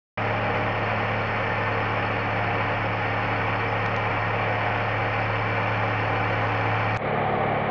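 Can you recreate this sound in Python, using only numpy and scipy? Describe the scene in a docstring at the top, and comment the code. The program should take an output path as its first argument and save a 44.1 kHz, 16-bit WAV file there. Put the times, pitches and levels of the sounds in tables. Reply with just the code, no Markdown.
"""A loud diesel drone switches on abruptly: cranes and a hydraulic pile extractor on a building site.
A six-cylinder engine holds its speed under load, and its combustion clatter rings the steel housings.
A pump, gears and fans whine over it; behind, a second engine runs slightly faster and a third machine hums.
Near the end a tick cuts to another spot on the site, where the small microphone hears a duller sound
with less hum."""
import sys
import numpy as np
from scipy import signal
from scipy.fft import rfft, irfft
from scipy.io import wavfile

SR = 44100
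rng = np.random.default_rng(int(sys.argv[2]) if len(sys.argv) > 2 else 0)


def master_out(mix):
    """Clip the mix to full scale and print it as 16-bit PCM to the path in sys.argv[1]."""
    frames = np.transpose(np.atleast_2d(mix))
    ceiling = np.clip(frames, -1, 1)
    pcm = np.round(ceiling * 32767).astype(np.int16)
    wavfile.write(sys.argv[1], SR, pcm)


N = 339570
T = np.arange(N) / SR
FREQ = np.arange(N // 2 + 1) * SR / N
START_S, CUT_S = 0.1737, 6.9722  # the first spot opens; the second takes over


def diesel_cycle():
    """Cycles of six firings turned by the main diesel; its governed speed sags once as it takes up load."""
    firing_hz, sag_hz = 108.25, 0.55
    return turns(firing_hz - sag_hz * swell(at_s=2.6, half_s=0.8)) / 6


def firing(cycle):
    """The strong tone at the firing rate and a high singing partial grow, while the octave recedes."""
    growing_s = np.maximum(T - 3.33, 0)
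    base_db, singing_db = 0.92 * growing_s, -15.5 + 3 * growing_s
    octave_db = np.interp(T, (1.6, 4.7), (-11, -18.5))
    singing = tones(cycle, [(42, singing_db)], waver=0.5, waver_hz=6.2)
    base = tones(cycle, [(6, base_db)], waver=0.059, waver_hz=3.8)
    octave = tones(cycle, [(12, octave_db)], waver=0.24, waver_hz=2.9)
    return base + octave + singing


# The exhaust's clearest overtone at the first spot: time_s, relative_level_db
OVERTONE_LEVELS = [(.2, -13.5), (.65, -9), (.85, -18.5), (1.4, -16.5), (2.0, -12), (3.3, -10.5),
                   (4.0, -14.5), (5.5, -13), (6.8, -9)]
def overtone(cycle):
    """One exhaust overtone hangs above the hum, fading and returning."""
    level_db = np.interp(T, *np.transpose(OVERTONE_LEVELS))
    return tones(cycle, [(16, level_db)], waver=0.2, waver_hz=9)


# The weaker exhaust tones at the first spot: cycle_multiple, relative_level_db
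EXHAUST_FIRST_SPOT = [(2, -12.5), (4, -19.5), (8, -17), (10, -11.5), (11, -25), (14, -18.5), (22, -24),
                      (24, -26), (44, -18.5), (62, -21), (70, -14)]
# The whole exhaust from the second spot: cycle_multiple, relative_level_db
EXHAUST_SECOND_SPOT = [(2, -20), (4, -21), (6, -8), (8, -8.5), (10, -14), (12, -10), (14, -22), (16, -23.5),
                       (20, -12), (24, -11), (42, -17.5)]
def exhaust(cycle, harmonics):
    """The low exhaust tones stand firm; the higher ones are unsteady."""
    low = [(multiple, db) for multiple, db in harmonics if multiple < 9]
    high = [(multiple, db) for multiple, db in harmonics if multiple >= 9]
    return tones(cycle, low, waver=0.11, waver_hz=4.6) + tones(cycle, high, waver=0.26, waver_hz=6)


# Broad mechanical roar at the first spot: frequency_hz, level_db_per_hz
ROAR_FIRST_SPOT = [(20, -84), (50, -78.5), (100, -70.5), (190, -67.5), (280, -66.5), (312, -69.5),
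                   (350, -62), (376, -68), (460, -66), (580, -65), (900, -63), (980, -63.5), (1100, -63),
                   (1600, -63.5), (2450, -64.5), (2950, -71), (3550, -83.5), (3950, -91.5), (4500, -90),
                   (5900, -98.5), (6400, -102), (7000, -115)]
def clatter(cycle):
    """Knocks at every crank turn and a quicker valve rattle drive the roar and the ringing steel."""
    crank = knocks(2 * cycle, depth=0.3, decay_turns=0.25)
    valves = knocks(8 * cycle, depth=0.3, decay_turns=0.3)
    blows = crank * valves
    roar = colour(chatter(cycle, repeat=0.16) * blows, ROAR_FIRST_SPOT) * undb(0.5 * walk(35))
    ringing = housings(chatter(cycle, repeat=0.17) * blows)
    booms = steelwork(chatter(cycle, repeat=0.27) * blows)
    return roar + ringing + booms


# The roar from the second spot: frequency_hz, level_db_per_hz
ROAR_SECOND_SPOT = [(20, -81), (60, -76), (170, -67), (300, -64), (430, -56.5), (540, -52.5), (585, -59),
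                    (650, -57.5), (690, -55), (760, -51.5), (880, -56.5), (980, -64.5), (1060, -60.5),
                    (1250, -59.5), (1370, -68.5), (1500, -68), (1900, -64.5), (2300, -65), (2700, -76.5),
                    (3000, -75), (4500, -95), (6500, -121)]
def dull_clatter(cycle):
    """A roar with less treble, pulsing at every crank turn."""
    crank = knocks(2 * cycle, depth=0.45, decay_turns=0.25)
    return colour(chatter(cycle, repeat=0.12) * crank, ROAR_SECOND_SPOT)


def chatter(cycle, repeat):
    """Valves and injectors strike alike in every cycle: a share of the noise repeats, the rest is new."""
    period_samples = N / cycle[-1]
    pattern = np.interp((cycle % 1) * period_samples, np.arange(N), noise())
    return np.sqrt(repeat) * pattern + np.sqrt(1 - repeat) * noise()


# Steel housings heard from the first spot: pitch_hz, width_hz, level_db_per_hz
HOUSING_MODES = [(540, 91, -55.5), (818.4, 61, -54.5), (866.7, 71, -61), (1027, 51, -59.5),
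                 (1175, 68, -61.5), (1862, 110, -68.5), (2314, 120, -67.5)]
def housings(drive):
    """The clatter rings the housings, each resonance flickering a little in level."""
    return sum(undb(db + walk(20)) * resonate(drive, hz, width) for hz, width, db in HOUSING_MODES)


# Passing rings at the first spot: peak_s, half_length_s, pitch_hz, width_hz, level_db_per_hz
STEELWORK_RINGS = [(.45, .7, 500, 160, -60), (6.37, .3, 540, 60, -54), (6.3, 1.1, 1200, 410, -66)]
def steelwork(drive):
    """Now and then a part of the steelwork takes up the clatter and rings louder for a while."""
    return sum(undb(db) * swell(at_s, half_s) * resonate(drive, hz, width)
               for at_s, half_s, hz, width, db in STEELWORK_RINGS)


def howl():
    """A brief howl in the housings, heard from the second spot."""
    return whirr(hz=782, width_hz=35, db=-36) * swell(at_s=7.4, half_s=0.14)


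# The hydraulic pump's whine at the first spot: piston_multiple, level_db
PUMP_TONES = [(1, -41), (3, -44.5), (4, -43.5), (5, -48.5), (6, -55.5)]
# Its partials that build up for a while: piston_multiple, peak_s, half_length_s, rise_db
PUMP_SWELLS = [(4, 4.25, 0.7, 3.5), (5, 4.4, 3.9, 5)]
def pump():
    """The pistons whine in harmonics of their nearly steady stroke rate."""
    piston_hz = 462.4 * (1 + 0.00048 * walk(1.96))
    strokes = turns(piston_hz)
    out = 0
    for multiple, db in PUMP_TONES:
        rise_db = sum(up * swell(at, half) for which, at, half, up in PUMP_SWELLS if which == multiple)
        out += tones(strokes, [(multiple, db + rise_db)], waver=0.31, waver_hz=13)
    return out


# Gear whine at the first spot: pitch_hz, level_db, peak_s, half_length_s, rise_db
GEAR_TONES = [(1767, -48, 2.4, 1.7, 3), (1798, -53.5, 1.5, 1.1, 9.5), (2062, -55.5, 1.6, .4, 5),
              (2237, -56, 3, 1.1, 9.5), (2340, -52, 5.3, 2, 7)]
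def gears():
    """Clear gear tones tremble in pitch and wander in level, each swelling once."""
    tremble_hz, wander_db = 3, 2.5
    out = 0
    for hz, db, at_s, half_s, rise_db in GEAR_TONES:
        tone = sine(hz + tremble_hz * walk(7.7))
        out += tone * undb(db + rise_db * swell(at_s, half_s) + wander_db * walk(3.5))
    return out


# Bearings at the first spot: pitch_hz, width_hz, level_db
BEARING_BANDS = [(1011, 14, -43.5), (1081.5, 16, -46), (1122, 17, -45.5), (1490, 20, -44.5),
                 (1515, 3.3, -53)]
def bearings():
    """The bearings whirr restlessly in narrow bands of noise."""
    return sum(whirr(hz, width, db) for hz, width, db in BEARING_BANDS)


# Two fans, heard from both spots: pitch_hz, tremble_hz, flutter_db, first_spot_db, second_spot_db
FAN_TONES = [(617.5, 1.6, 0, -42.5, -37.5), (717.4, 2.8, 2.5, -41.5, -38.5)]
# Their swells: peak_s, half_length_s, lower_fan_rise_db, upper_fan_rise_db
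FAN_SWELLS = [(0.5, 0.63, 7.5, -1), (.88, 0.081, -3, 8.5), (2.446, 0.16, 0, 6.5), (4.65, 0.3, 1.5, 7.5)]
def fans():
    """Blade tones tremble in pitch and now and then swell or dip; the upper one flutters in level."""
    out = 0
    for fan, (hz, tremble_hz, flutter_db, first_db, second_db) in enumerate(FAN_TONES):
        tone = sine(hz + tremble_hz * walk(11.8))
        spot_db = np.where(T < CUT_S, first_db, second_db)
        rise_db = sum(rises[fan] * swell(at_s, half_s) for at_s, half_s, *rises in FAN_SWELLS)
        out += tone * undb(spot_db + rise_db + flutter_db * walk(19))
    return out


# Metallic rasp of the machinery at the first spot: pitch_hz, width_hz, level_db_per_hz
RASP_MODES = [(4355, 55, -79), (4440, 55, -84), (4910, 70, -88.5), (5145, 70, -84.5), (5276, 62, -84.5),
              (5470, 50, -93)]
def rasp():
    """A thin ring chatters in quick, uneven flicks; each resonance catches and lets go on its own."""
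    throb_hz = 77.2 * (1 + 0.004 * walk(3))
    throb = 1 + 0.46 * np.sin(2 * np.pi * turns(throb_hz))
    flicks = throb * undb(1.2 * walk(45))
    ring = sum(undb(db + 1.8 * walk(30)) * resonate(noise(), hz, width) for hz, width, db in RASP_MODES)
    return ring * unit_power(flicks)


# The second engine, in the background at both spots: cycle_multiple, level_db
SECOND_ENGINE_TONES = [(3, -66), (5, -52.5), (6, -58.5), (7, -53.5), (9, -47.5), (16, -61.5), (22, -52.5)]
def second_engine():
    """Another engine drones slightly faster than the main diesel, drifting a little."""
    cycle_hz = 18.7 * (1 + 0.0022 * walk(1))
    return tones(turns(cycle_hz), SECOND_ENGINE_TONES, waver=0.33, waver_hz=4.5)


# The third machine, faint at both spots: rate_multiple, level_db
THIRD_MACHINE_TONES = [(2, -51.5), (3, -51)]
def third_machine():
    """A further machine hums at its own speed."""
    rate_hz = 98.96 * (1 + 0.0022 * walk(1))
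    return tones(turns(rate_hz), THIRD_MACHINE_TONES, waver=0.26, waver_hz=3.7)


# Light knocks and ticks at the first spot: start_s, pitch_hz, width_hz, gain_db
TICKS = [(3.8617, 1100, 1280, 3), (3.9640, 1400, 1480, 1.5), (6.9464, 4800, 1200, -16),
         (6.965, 4300, 900, -7.5)]
def ticks():
    """Small dry clicks: each is one spike through a broad resonance."""
    return sum(undb(db) * resonate(impulse(start_s), hz, width) for start_s, hz, width, db in TICKS)


def tones(cycle, harmonics, waver, waver_hz):
    """Harmonics of a rotating part; each wavers in strength and phase on its way through the air."""
    out = 0
    for multiple, db in harmonics:
        angle = 2 * np.pi * (multiple * cycle + rng.random()) + waver * walk(waver_hz)
        strength = undb(db) * (1 + waver * walk(waver_hz))
        out += strength * np.sqrt(2) * np.sin(angle)
    return out


def knocks(cycle, depth, decay_turns):
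    """A gain of unit power that flares once a turn and dies away."""
    return unit_power(1 + depth * np.exp(-(cycle % 1) / decay_turns))


def whirr(hz, width_hz, db):
    """A narrow, restless band of noise."""
    band = resonate(noise(), hz, width_hz)
    return undb(db) * band / band.std()


def resonate(x, hz, width_hz):
    """A steep resonance with gain 1 at its centre."""
    detune = (FREQ ** 2 - hz ** 2) / ((FREQ + 1) * width_hz * np.pi / 2)
    return irfft(rfft(x) / (1 + 1j * detune) ** 2, N)


def colour(x, points):
    """Filter by a spectrum of (frequency_hz, gain_db) points."""
    hz, db = np.transpose(points)
    gain_db = np.interp(np.log(FREQ + 1), np.log(hz), db)
    return irfft(rfft(x) * undb(gain_db), N)


def lowpass(x, hz):
    """A steep treble cut."""
    return signal.sosfilt(signal.ellip(8, 0.2, 70, hz, fs=SR, output="sos"), x)


def noise():
    """White noise of unit power per Hz."""
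    return rng.standard_normal(N) * np.sqrt(SR / 2)


def walk(rate_hz):
    """Smooth random wander with unit spread, moving at up to about rate_hz."""
    wander = irfft(rfft(rng.standard_normal(N)) * np.exp(-(FREQ / rate_hz) ** 2), N)
    return wander / wander.std()


def swell(at_s, half_s):
    """A smooth rise to 1 and back, centred on a moment."""
    return np.exp(-((T - at_s) / half_s) ** 2)


def impulse(at_s):
    """A single spike at a moment."""
    return 1.0 * (np.arange(N) == int(at_s * SR))


def sine(hz):
    """A tone of unit power at a moving pitch."""
    return np.sqrt(2) * np.sin(2 * np.pi * turns(hz))


def turns(hz):
    """Cycles completed at a moving rate."""
    return np.cumsum(hz) / SR


def unit_power(x):
    """Scale to a mean square of 1."""
    return x / np.sqrt(np.mean(x ** 2))


def undb(db):
    """Decibels to gain."""
    return 10 ** (np.asarray(db) / 20)


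def scene():
    """The same machines heard from one spot on the site, then from another."""
    cycle = diesel_cycle()
    other_machines = second_engine() + third_machine()
    whine = bearings() + pump() + gears()
    background = other_machines + fans()

    first_hum = undb(-32) * (firing(cycle) + overtone(cycle) + exhaust(cycle, EXHAUST_FIRST_SPOT))
    first_spot = first_hum + clatter(cycle) + whine + rasp() + background

    second_roar = undb(0.5) * dull_clatter(cycle)
    second_hum = undb(-28.5) * exhaust(cycle, EXHAUST_SECOND_SPOT)
    second_spot = second_hum + second_roar + howl() + undb(-5) * whine + background

    switch_on = np.clip((T - START_S) / 0.002, 0, 1)
    fade_up = np.clip(0.18 + (T - CUT_S) / 0.1, 0, 1)  # the level dips briefly at the cut
    site = np.where(T < CUT_S, first_spot * switch_on, second_spot * fade_up)
    return (site + ticks())[None]


def record(dry):
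    """A small camera microphone with little treble; the cut's click is electrical and stays brighter."""
    microphone = lowpass(dry, hz=6700)
    click = undb(-20) * impulse(CUT_S)
    return lowpass(microphone + click, hz=8100)


dry = scene()
out = record(dry)
master_out(out)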